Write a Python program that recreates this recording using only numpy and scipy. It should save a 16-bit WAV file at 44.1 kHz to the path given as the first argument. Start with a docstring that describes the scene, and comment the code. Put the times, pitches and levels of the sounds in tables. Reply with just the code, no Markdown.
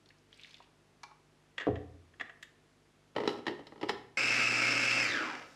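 """Wet bits splat into a mini food processor, then the glass they came from taps and lands on a wooden table.
The plastic lid knocks about, then snaps, rubs and locks onto the bowl: each blow rings tuned modes and noise.
The motor sound begins abruptly, whirs through its gearbox and coasts down: tones and tooth impacts follow
one speed curve. A small kitchen adds a diffuse tail, faint hiss and mains hum."""
import sys
import numpy as np
from scipy import signal
from scipy.fft import rfft, irfft
from scipy.io import wavfile

SR = 44100
rng = np.random.default_rng(int(sys.argv[2]) if len(sys.argv) > 2 else 0)


def persist_wave(psi):
    """Save psi, clipped to +-1, as 16-bit WAV."""
    counts = np.round(np.clip(psi, -1, 1) * 32767).astype(np.int16)
    wavfile.write(sys.argv[1], SR, np.atleast_2d(counts).T)


N = 244887
T = np.arange(N) / SR

# The lid meets the bowl, seats, twists and locks. 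Each row: time in s, level in dB, bass edge in Hz,
# contact edge in Hz, rebound gap in s, change per rebound in dB, lid ring relative to the level in dB.
BOWL_KNOCKS = [(3.163, -29.5, 650, 500, .008, -14, -16), (3.1825, -33, 496, 593, 0.0074, -16, -10),
               (3.2027, -33.5, 500, 500, .012, -7.5, -12), (3.2356, -35.5, 400, 400, 0.0085, -7, -20),
               (3.254, -37.5, 300, 600, 0.0088, -9, -30), (3.2757, -25.5, 260, 7000, 0.015, -11.5, -20),
               (3.4668, -33.5, 247, 5370, .005, -6.5, -3), (3.4806, -33, 149, 1480, .014, -5.5, -3.5),
               (3.592, -47.5, 200.5, 1200, .014, -5.5, -8), (3.669, -50.5, 400, 12100, 0.0054, -9, -20),
               (3.722, -48.5, 200, 500, .01, -10, -11), (3.759, -51.5, 199.3, 900, .019, -2.5, -16),
               (3.8127, -44, 402, 6000, 0.0051, -6, -21), (3.83, -31, 150, 1710, .007, -9.5, -24),
               (3.8875, -42, 1500, 7000, .003, -7, -15), (3.8935, -29, 110, 7000, 0.0059, -6.5, -1.5)]
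# Dense short-lived modes of the bowl. Each row: frequency in Hz, relative level in dB.
BOWL_BODY = [(40, -34), (90, -4.5), (160, -4), (300, 7.5), (420, 9), (540, 1), (690, -2.5), (860, -1),
             (1300, -4), (1520, -12.5), (1900, -4), (2450, -9.5), (3000, -3), (3600, -9.5), (4200, -9),
             (5400, -12.5), (6100, -19.5), (9000, -28.5), (14000, -39)]
TWIST_START_S, TWIST_END_S = 3.3, 3.4  # the lid is pressed and turned
MOTOR_START_S, MOTOR_OFF_S = 4.171, 5.026  # the motor sound begins; the coast-down begins
MESH_HZ = 2585  # tooth rate at full speed


def undb(db):
    """Decibels to gain."""
    return 10 ** (np.asarray(db) / 20)


def unit(x):
    """Scale to rms 1."""
    return x / np.sqrt(np.mean(x ** 2))


def first_order(x, hz, kind="low"):
    """Gentle low-pass or high-pass, 6 dB per octave."""
    return signal.sosfilt(signal.butter(1, hz, kind, fs=SR, output="sos"), x)


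def on_log_axis(hz, points):
    """Interpolate (Hz, value) points along log frequency."""
    point_hz, value = np.transpose(points)
    return np.interp(np.log(np.maximum(hz, 1)), np.log(point_hz), value)


def colour(x, points, size=2048):
    """Causal minimum-phase filter with the given (Hz, dB) shape, via the folded cepstrum."""
    gain = undb(on_log_axis(np.fft.rfftfreq(size, 1 / SR), points))
    cepstrum = irfft(np.log(gain))
    cepstrum[1:size // 2] *= 2
    cepstrum[size // 2 + 1:] = 0
    impulse_response = irfft(np.exp(rfft(cepstrum)))
    return signal.fftconvolve(x, impulse_response)[:len(x)]


def resonate(x, hz, width_hz):
    """One resonance, gain 1 at its centre."""
    return signal.lfilter(*signal.iirpeak(hz, hz / width_hz, fs=SR), x)


def fade(t, t60_s):
    """Exponential decay, 60 dB in t60_s."""
    return np.exp(-np.log(1000) * t / t60_s)


def walk(rate_hz, count=24):
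    """Smooth random wander of spread 1, up to about rate_hz swings a second."""
    steps = np.arange(-count, T[-1] * rate_hz * count + 2)
    keep = np.exp(-2 * np.pi / count)
    wander = signal.lfilter([1], np.poly([keep, keep]), rng.standard_normal(len(steps)))
    return np.interp(T * rate_hz * count, steps, unit(wander))


def add(track, s, sound):
    """Mix a sound into the track at time s."""
    start = int(s * SR)
    track[start:start + len(sound)] += sound[:N - start]


def knocks(events, modes, body, ring_db, crack_db, grip_s, size=16384):
    """A sharp push rings clear modes and a clatter of dense ones; soft contact dulls, a glancing one thins bass."""
    out, t = np.zeros(N), T[:size]
    attack = SR // 100  # levels are set over the first 10 ms
    grip = 1 - np.exp(-t / grip_s)  # the surfaces take a moment to press together
    for s, db, bass_hz, edge_hz, t60_s in events:
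        ring = np.zeros(size)
        chance = rng.standard_normal((len(modes), 2))
        for k, ((hz, mode_db, life_s), (a, b)) in enumerate(zip(modes, chance)):
            tone = np.sin(2 * np.pi * hz * (1 + 0.012 * b) * t) * fade(t, life_s)
            ring += (-1) ** k * undb(mode_db + 2 * a) * tone
        ring *= grip
        push = rng.standard_normal(size) * fade(t, t60_s) * grip
        push[0] = undb(crack_db) * np.linalg.norm(push)
        clatter = colour(push, body)
        blow = clatter / clatter[:attack].std() + undb(ring_db) * ring / ring[:attack].std()
        blow = first_order(blow, min(edge_hz, SR / 2 - 1000))
        blow = first_order(blow, bass_hz, "high")
        add(out, s, undb(db) * blow / blow[:attack].std())
    return out


def bouncing(events, t60_s, touch_s, touch_db, count=5):
    """Each knock is a light first touch, the blow, and rebounds that grow weaker and softer."""
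    softening = 0.61  # share of the contact edge kept per rebound
    blows = []
    for s, db, bass_hz, edge_hz, gap_s, rebound_db, *_ in events:
        blows.append((s - touch_s, db + touch_db, bass_hz, edge_hz, t60_s))
        for k in range(count):
            blows.append((s + k * gap_s, db + k * rebound_db, bass_hz, edge_hz * softening ** k, t60_s))
    return blows


def kitchen(x, wet_db, gap_s, count=9):
    """Direct sound plus a diffuse tail whose treble dies first."""
    # Reverberation. Each row: frequency in Hz, t60 in s.
    room = [(60, 0.98), (150, 0.64), (400, 0.57), (1500, 0.48), (4000, 0.39), (12000, 0.3)]
    t = T[:SR]
    noise, hz = rfft(rng.standard_normal(SR)), np.fft.rfftfreq(SR, 1 / SR)
    octave = np.clip(np.log2(np.maximum(hz, 1) / 60), 0, count - 1)
    tail = np.zeros(SR)
    for k in range(count):
        band = irfft(noise * np.maximum(1 - abs(octave - k), 0), SR)
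        tail += band * fade(t, on_log_axis(60 * 2 ** k, room))
    tail *= np.clip(t / gap_s - .5, 0, 1)
    return x + undb(wet_db) * signal.fftconvolve(x, tail / np.sqrt(np.sum(tail ** 2)))[:N]


def room_tone(hiss_db, hum_db):
    """Faint steady air noise and slowly wavering mains hum."""
    # Air noise shape. Each row: frequency in Hz, relative level in dB.
    air = [(30, -18), (60, -5.5), (120, -4), (180, -5.5), (340, 1.5), (500, -6), (900, -8), (2500, -13),
           (6700, -21), (11500, -28), (13000, -42), (15000, -53)]
    # Mains harmonics. Each row: frequency in Hz, rms level in dB before hum_db.
    mains = [(50, -79.5), (100, -78), (150, -73.5), (200, -83), (250, -79), (350, -84), (450, -84),
             (650, -86.5)]
    hum = np.zeros(N)
    for hz, db in mains:
        tone = np.sqrt(2) * np.sin(2 * np.pi * (hz * T + rng.random()))
        hum += undb(db + 0.64 * walk(3.4)) * tone
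    hiss = unit(colour(rng.standard_normal(N), air))
    return undb(hiss_db) * hiss + undb(hum_db) * hum


def wet_bits(gain_db, patter_db, scatter_db, t60_s, slide_db, size=4096, count=110):
    """Splats, each with a brief rising bubble; finer ones patter while the rest slides off the glass."""
    # The largest bits. Each row: time in s, peak level in dB before gain_db, pitch in Hz.
    large = [(0.058, -49.5, 3830), (0.088, -48.5, 4300), (0.104, -46, 2050), (0.184, -56, 4880),
             (0.374, -55, 7600), (0.328, -40, 3240), (0.395, -42, 2480), (0.434, -37.5, 3550),
             (0.446, -37.5, 2250), (0.542, -37.5, 3400), (0.603, -42, 950)]
    # Wet food sliding on glass. Each row: frequency in Hz, relative level in dB.
    slide = [(900, -9), (2200, 6), (4500, -3), (7000, -25), (13000, -32)]
    pour_s, half_length_s, patter_hz = .48, .19, 3460  # middle of the swell, its half length, typical pitch
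    out, t = np.zeros(N), T[:size]
    fine = []
    for a, b, c, d, e in rng.random((count, 5)):
        fine.append((pour_s + half_length_s * (a - b), patter_db + scatter_db * c, patter_hz * 2 ** (d - e)))
    for s, db, hz in list(large) + fine:
        burst = rng.standard_normal(size) * fade(t, t60_s)
        splat = resonate(resonate(burst, hz, hz * 0.51), hz, hz * 0.51)
        bubble = np.sin(2 * np.pi * hz * t * (1 + 3 * t)) * fade(t, 40 / hz)
        drop = (splat / abs(splat).max() + 0.77 * bubble) * (1 - np.exp(-t / 0.00081))
        add(out, s, undb(db + gain_db) * drop / abs(drop).max())
    swell = np.sqrt(np.maximum(1 - abs(T - pour_s) / half_length_s, 0)) * undb(2.7 * walk(35.3))
    return out + undb(slide_db) * swell * unit(colour(rng.standard_normal(N), slide))


def glass_taps():
    """Light taps ring the glass."""
    # Each row: time in s, level in dB, bass edge in Hz, contact edge in Hz, clatter t60 in s.
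    taps = [(1.033, -48, 2000, 12000, 0.021), (1.037, -45.5, 400, 5000, 0.022),
            (1.112, -55, 200, 400, 0.022)]
    # Clear modes. Each row: frequency in Hz, relative level in dB, t60 in s.
    modes = [(834, 14, 0.076), (1117, 15.5, 0.075), (2304, 9.5, 0.078), (4230, -9, 0.1), (5227, -15, 0.092),
             (7700, -17, .1)]
    # Dense short-lived modes. Each row: frequency in Hz, relative level in dB.
    body = [(300, -54), (900, 24), (2300, 6), (3300, 4), (5200, 12), (8000, -8), (10000, -6), (15000, -28)]
    return knocks(taps, modes, body, ring_db=0, crack_db=-11, grip_s=0.00044)


def lid_pickup():
    """The loose lid bounces about as it is picked up, ringing its own light plastic modes."""
    # Each row: time in s, level in dB, bass edge in Hz, contact edge in Hz, rebound gap in s,
    # change per rebound in dB.
    lid_knocks = [(1.5805, -34.5, 1500, 4480, 0.018, -6.5), (1.608, -39.5, 250, 3500, .01, -4),
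                  (1.7564, -48, 900, 1800, 0.015, -15), (2.137, -63, 900, 1500, 0.0051, -18),
                  (2.198, -43, 900, 1810, 0.011, -24), (2.2093, -34.5, 200, 2800, .006, -16),
                  (2.2951, -49, 1200, 800, .006, -16), (2.4268, -45.5, 9100, 18000, 0.0046, -21)]
    # Clear modes. Each row: frequency in Hz, relative level in dB, t60 in s.
    modes = [(252, -13.5, 0.089), (493, -15, 0.079), (1240, -4.5, 0.025), (1680, 1.5, 0.032),
             (1750, 7, 0.024), (1917, 7, 0.034), (2070, -6, 0.017), (2580, -3, 0.018), (2720, -2.5, 0.016),
             (3327, -3.5, 0.023), (6560, -31, 0.074)]
    # Dense short-lived modes. Each row: frequency in Hz, relative level in dB.
    body = [(100, -21), (400, -3.5), (900, -9), (1400, -3), (1900, 6), (2300, -6), (2750, -4), (3300, -4),
            (4200, -16), (6000, -21), (6800, -18.5), (7800, -21), (8500, -33), (14000, -43)]
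    blows = bouncing(lid_knocks, t60_s=0.034, touch_s=0.0063, touch_db=-29)
    return knocks(blows, modes, body, ring_db=-0.5, crack_db=-8.5, grip_s=0.0015)


def table_thuds():
    """The glass lands and rocks, ringing the low modes of the table."""
    # Each row: time in s, level in dB, bass edge in Hz, contact edge in Hz, clatter t60 in s.
    thuds = [(1.669, -26.5, 45, 1000, 0.018), (1.676, -26.5, 45, 800, 0.039), (1.6835, -27, 45, 600, 0.092)]
    # Clear modes. Each row: frequency in Hz, relative level in dB, t60 in s.
    modes = [(59.6, -22, 0.45), (85.2, -10.5, 0.6), (118, -11.5, 0.35), (190, -10, 0.064), (263, 1, 0.049),
             (302, 3.5, 0.072), (380, -2, 0.057), (424, 7, 0.083), (480, -6, 0.031), (557, 0.5, 0.077),
             (635, -8, 0.053), (759, 0.5, 0.098)]
    # Dense short-lived modes. Each row: frequency in Hz, relative level in dB.
    body = [(35, -47), (70, -19), (130, -8), (190, -6.5), (280, -3.5), (430, -3), (600, -6), (780, -6),
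            (980, -19.5), (1250, -21.5), (3500, -32.5), (8000, -50)]
    return knocks(thuds, modes, body, ring_db=-1.5, crack_db=2, grip_s=0.00091)


def rim_catches(db, spread_db, bass_hz, edge_hz, t60_s, count=8):
    """Small uneven ticks as the turning rim catches on the bowl."""
    step_s = (TWIST_END_S - TWIST_START_S) / count
    return [(TWIST_START_S + step_s * (k + when), db - spread_db * weak, bass_hz, edge_hz, t60_s)
            for k, (when, weak) in enumerate(rng.random((count, 2)))]


def bowl_closing():
    """Lid knocks and rim catches ring the bowl."""
    # Clear modes. Each row: frequency in Hz, relative level in dB, t60 in s.
    modes = [(76.4, -26, 0.6), (120.7, -23, 0.56), (223, -6.5, 0.1), (290.6, -1.5, 0.076),
             (358, -0.5, 0.057), (414, -1, 0.071), (560, -8.5, 0.058), (821, 0, 0.051), (978, -6, 0.022),
             (1290, -4.5, 0.056), (2034, -4, 0.019), (2980, -4.5, 0.036), (4020, -4.5, 0.03),
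             (5350, -6.5, 0.022)]
    blows = bouncing(BOWL_KNOCKS, t60_s=0.029, touch_s=.011, touch_db=-21.5)
    blows += rim_catches(db=-47.5, spread_db=1.5, bass_hz=200, edge_hz=1200, t60_s=0.037)
    return knocks(blows, modes, BOWL_BODY, ring_db=-4, crack_db=-8, grip_s=0.00088)


def lid_ring(hz, t60_s, detune, size=8192):
    """The lid's main mode sings when its edge snaps on the bowl; the grip of the fingers shifts it each time."""
    out, t = np.zeros(N), T[:size]
    for s, db, *_, ring_db in BOWL_KNOCKS:
        pitch_hz = hz * (1 + detune * rng.uniform(-1.15, 1))
        add(out, s, undb(db + ring_db) * 2 * np.sin(2 * np.pi * pitch_hz * t) * fade(t, t60_s))
    return out


def rim_rub(slide_db, slide_t60_s, twist_db, slips_per_s):
    """Irregular slips of plastic on plastic shake the bowl after each knock and while the rim is turned."""
    slips = rng.standard_normal(N) * (rng.random(N) < slips_per_s / SR)
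    rub = colour(colour(slips, BOWL_BODY), [(900, 2.5), (2500, -11), (8000, -0.5)])
    envelope = undb(twist_db) * (T > TWIST_START_S) * (T < TWIST_END_S)
    for s, db, *_ in BOWL_KNOCKS:
        envelope += undb(db + slide_db) * (T > s) * fade(np.maximum(T - s, 0), slide_t60_s)
    return envelope * unit(rub)


def motor():
    """Speed as a share of full speed (settle, hold, coast down) and the gear and food gains that follow it."""
    # the motor sound begins abruptly, slightly low and loud, and settles within a few hundredths of a second
    onset_lag, onset_db, settle_s = .04, 3, 0.02996
    coast_s, friction = .35, .15  # drag time constant; dry friction as a share of full-speed drag
    gear_db, food_db = -30.5, -41  # gains at full speed, before the motion terms below
    chatter_speed = 0.24  # share of full speed below which the teeth stop bouncing
    on_s, off_s = np.maximum(T - MOTOR_START_S, 0), np.maximum(T - MOTOR_OFF_S, 0)
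    onset = np.exp(-on_s / settle_s)
    coast = np.clip((1 + friction) * np.exp(-off_s / coast_s) - friction, .01, 1)
    speed = (1 - onset_lag * onset) * coast
    chatter = 1 / (1 + (chatter_speed / speed) ** 4.2)
    gear_gain = undb(gear_db + onset_db * onset) * speed ** 0.98 * chatter
    food_gain = undb(food_db) * speed ** 1.25
    return speed, gear_gain, food_gain


def gear_mesh(travel, speed, slop, rough_db, coast_bright_db):
    """Teeth meet at the mesh rate; backlash shakes timing, less as they slow, and force: harmonics smear."""
    slack = 0.31  # loss of speed at which the gears run fully unloaded
    coast_whine_db = 3  # unloaded gears sing out more
    loose = np.minimum((1 - speed) / slack, 1)
    phase = 2 * np.pi * MESH_HZ * travel + slop * np.sqrt(speed) * walk(112)
    harmonics = np.zeros(N)
    for k, db in enumerate([0, -7.5, -18]):
        level = undb(db + k * coast_bright_db * loose) * undb(rough_db * walk(227.6))
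        harmonics += level * np.cos((k + 1) * phase)
    return undb(coast_whine_db * loose) * unit(harmonics)


def shaft_whine(travel):
    """Shaft tones and gear sidebands slide with the speed and waver in level and phase."""
    # Each row: frequency at full speed in Hz, relative level in dB.
    tones = [(120, -20.5), (224, -25), (264, -26.5), (291, -24.5), (545, -24), (673, -22.5), (1305, -24),
             (2175, -6.5), (2295, -10), (2356, -8.5), (2433, -15), (2541, -8.5), (2614, -6.5), (2673, -6),
             (2772, -13), (5220, -14.5)]
    whine = np.zeros(N)
    for hz, db in tones:
        phase = 2 * np.pi * hz * travel + hz / MESH_HZ * 1.72 * walk(19.3)
        whine += undb(db + 3.85 * walk(30.3)) * np.cos(phase)
    # a small case radiates no deep bass
    return signal.sosfilt(signal.butter(4, 105, "high", fs=SR, output="sos"), whine)


def tooth_rattle(speed, blade, housing_db, rattle_db):
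    """Tooth impacts, sparser as the gears slow, excite the fixed resonances of the housing."""
    # Housing resonances. Each row: frequency in Hz, width in Hz, relative level in dB.
    resonances = [(1300, 44, 7), (1620, 320, 0), (2060, 290, 5), (2310, 120, 2), (2720, 160, -1),
                  (4720, 480, -1), (5200, 390, -2.5), (7500, 770, -1.5)]
    # Loose rattle shape. Each row: frequency in Hz, relative level in dB.
    rattle_shape = [(50, -32), (300, -14), (900, -6), (1500, 2.5), (2700, -3.5), (3600, -8), (4300, -8),
                    (5700, -7.5), (6700, -13), (7900, -20.5), (9000, -22.5), (10800, -25), (13000, -40),
                    (16000, -59)]
    impacts = (rng.random(N) < speed * MESH_HZ / SR) * rng.standard_normal(N)
    impacts = impacts / np.sqrt(np.maximum(speed, .05))
    impacts = impacts * (1 + 0.036 * blade) * undb(0.5 * walk(44.4))
    housing = unit(sum(undb(db) * resonate(impacts, hz, width_hz) for hz, width_hz, db in resonances))
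    housing = colour(housing, [(500, -26.5), (1200, -1.5), (7500, -10.5), (9500, -34), (15000, -47)])
    rattle = undb(housing_db) * housing + undb(rattle_db) * unit(colour(impacts, rattle_shape))
    # slow teeth strike softly, so the rattle dulls
    return speed ** 1.27 * rattle + (1 - speed) * 2.2 * first_order(rattle, 1900)


def processor(mesh_db, whine_db, housing_db, rattle_db, churn_db, brush_db):
    """Gear tones slide with the speed, teeth rattle the housing, the blade churns food and the brushes hiss."""
    # Churned food. Each row: frequency in Hz, relative level in dB.
    churn_shape = [(40, -35), (90, -45), (150, -14), (280, 4), (380, -3), (530, -0.5), (850, -7.5),
                   (1200, -15), (3000, -47)]
    speed, gear_gain, food_gain = motor()
    travel = np.cumsum(speed * (1 + 0.00196 * walk(5.633))) / SR  # seconds' worth of full-speed turning
    blade = np.cos(2 * np.pi * 121 * travel)  # the load swings as the blade sweeps round
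    tones = undb(mesh_db) * gear_mesh(travel, speed, slop=1.27, rough_db=3.5, coast_bright_db=3.0)
    tones = tones + undb(whine_db) * shaft_whine(travel)
    gears = tooth_rattle(speed, blade, housing_db, rattle_db)
    gears = gears + tones * np.maximum(speed, 0) ** 0.63 * (1 + 0.22 * blade)
    churn = unit(colour(rng.standard_normal(N) * undb(2.6 * walk(20.8)), churn_shape))
    # steady hiss of the brushes on the commutator
    hiss_shape = [(1000, -4), (2500, -5), (5500, 0), (8000, -10.0), (14000, -24)]
    brushes = undb(brush_db) * unit(colour(rng.standard_normal(N), hiss_shape))
    running = np.clip((T - MOTOR_START_S) / 0.00033, 0, 1)
    return running * (gear_gain * gears + food_gain * undb(churn_db) * churn + brushes)


def base_shudder(db, hz, width_hz, at_speed, speed_spread):
    """The slowing rotor passes through the resonance of the base, which booms briefly."""
    speed = motor()[0]
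    boom = resonate(resonate(rng.standard_normal(N), hz, width_hz), hz, width_hz)
    passing = np.exp(-((speed - at_speed) / speed_spread) ** 2) * (T > MOTOR_OFF_S)
    return undb(db) * passing * unit(boom)


def scene():
    """Glass, lid and machine in the kitchen."""
    background = room_tone(hiss_db=-68.5, hum_db=-1.0)
    glass = wet_bits(gain_db=-3.0, patter_db=-64, scatter_db=13, t60_s=0.023, slide_db=-67) + glass_taps()
    lid = lid_pickup()
    table = table_thuds()
    bowl = bowl_closing() + lid_ring(hz=1890, t60_s=0.032, detune=0.038)
    bowl += rim_rub(slide_db=-22.5, slide_t60_s=0.44, twist_db=-59, slips_per_s=1300)
    machine = processor(mesh_db=-7.5, whine_db=-4, housing_db=-6.0, rattle_db=-9.0, churn_db=-5.0, brush_db=-66.5)
    machine += base_shudder(db=-46.5, hz=301, width_hz=80, at_speed=0.63, speed_spread=0.22)
    mix = background + kitchen(glass + lid, wet_db=-8.5, gap_s=0.0023)
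    mix += kitchen(table + bowl, wet_db=-9.0, gap_s=0.0064)
    mix += kitchen(machine, wet_db=-4.5, gap_s=0.0085)
    return mix[None]


def record(dry):
    """The microphone sheds the deepest bass; the recorder cuts the top."""
    dry = signal.sosfilt(signal.butter(6, 40, "high", fs=SR, output="sos"), dry)
    return signal.sosfilt(signal.ellip(8, .2, 70, 15300, fs=SR, output="sos"), dry)


dry = scene()
out = record(dry)
persist_wave(out)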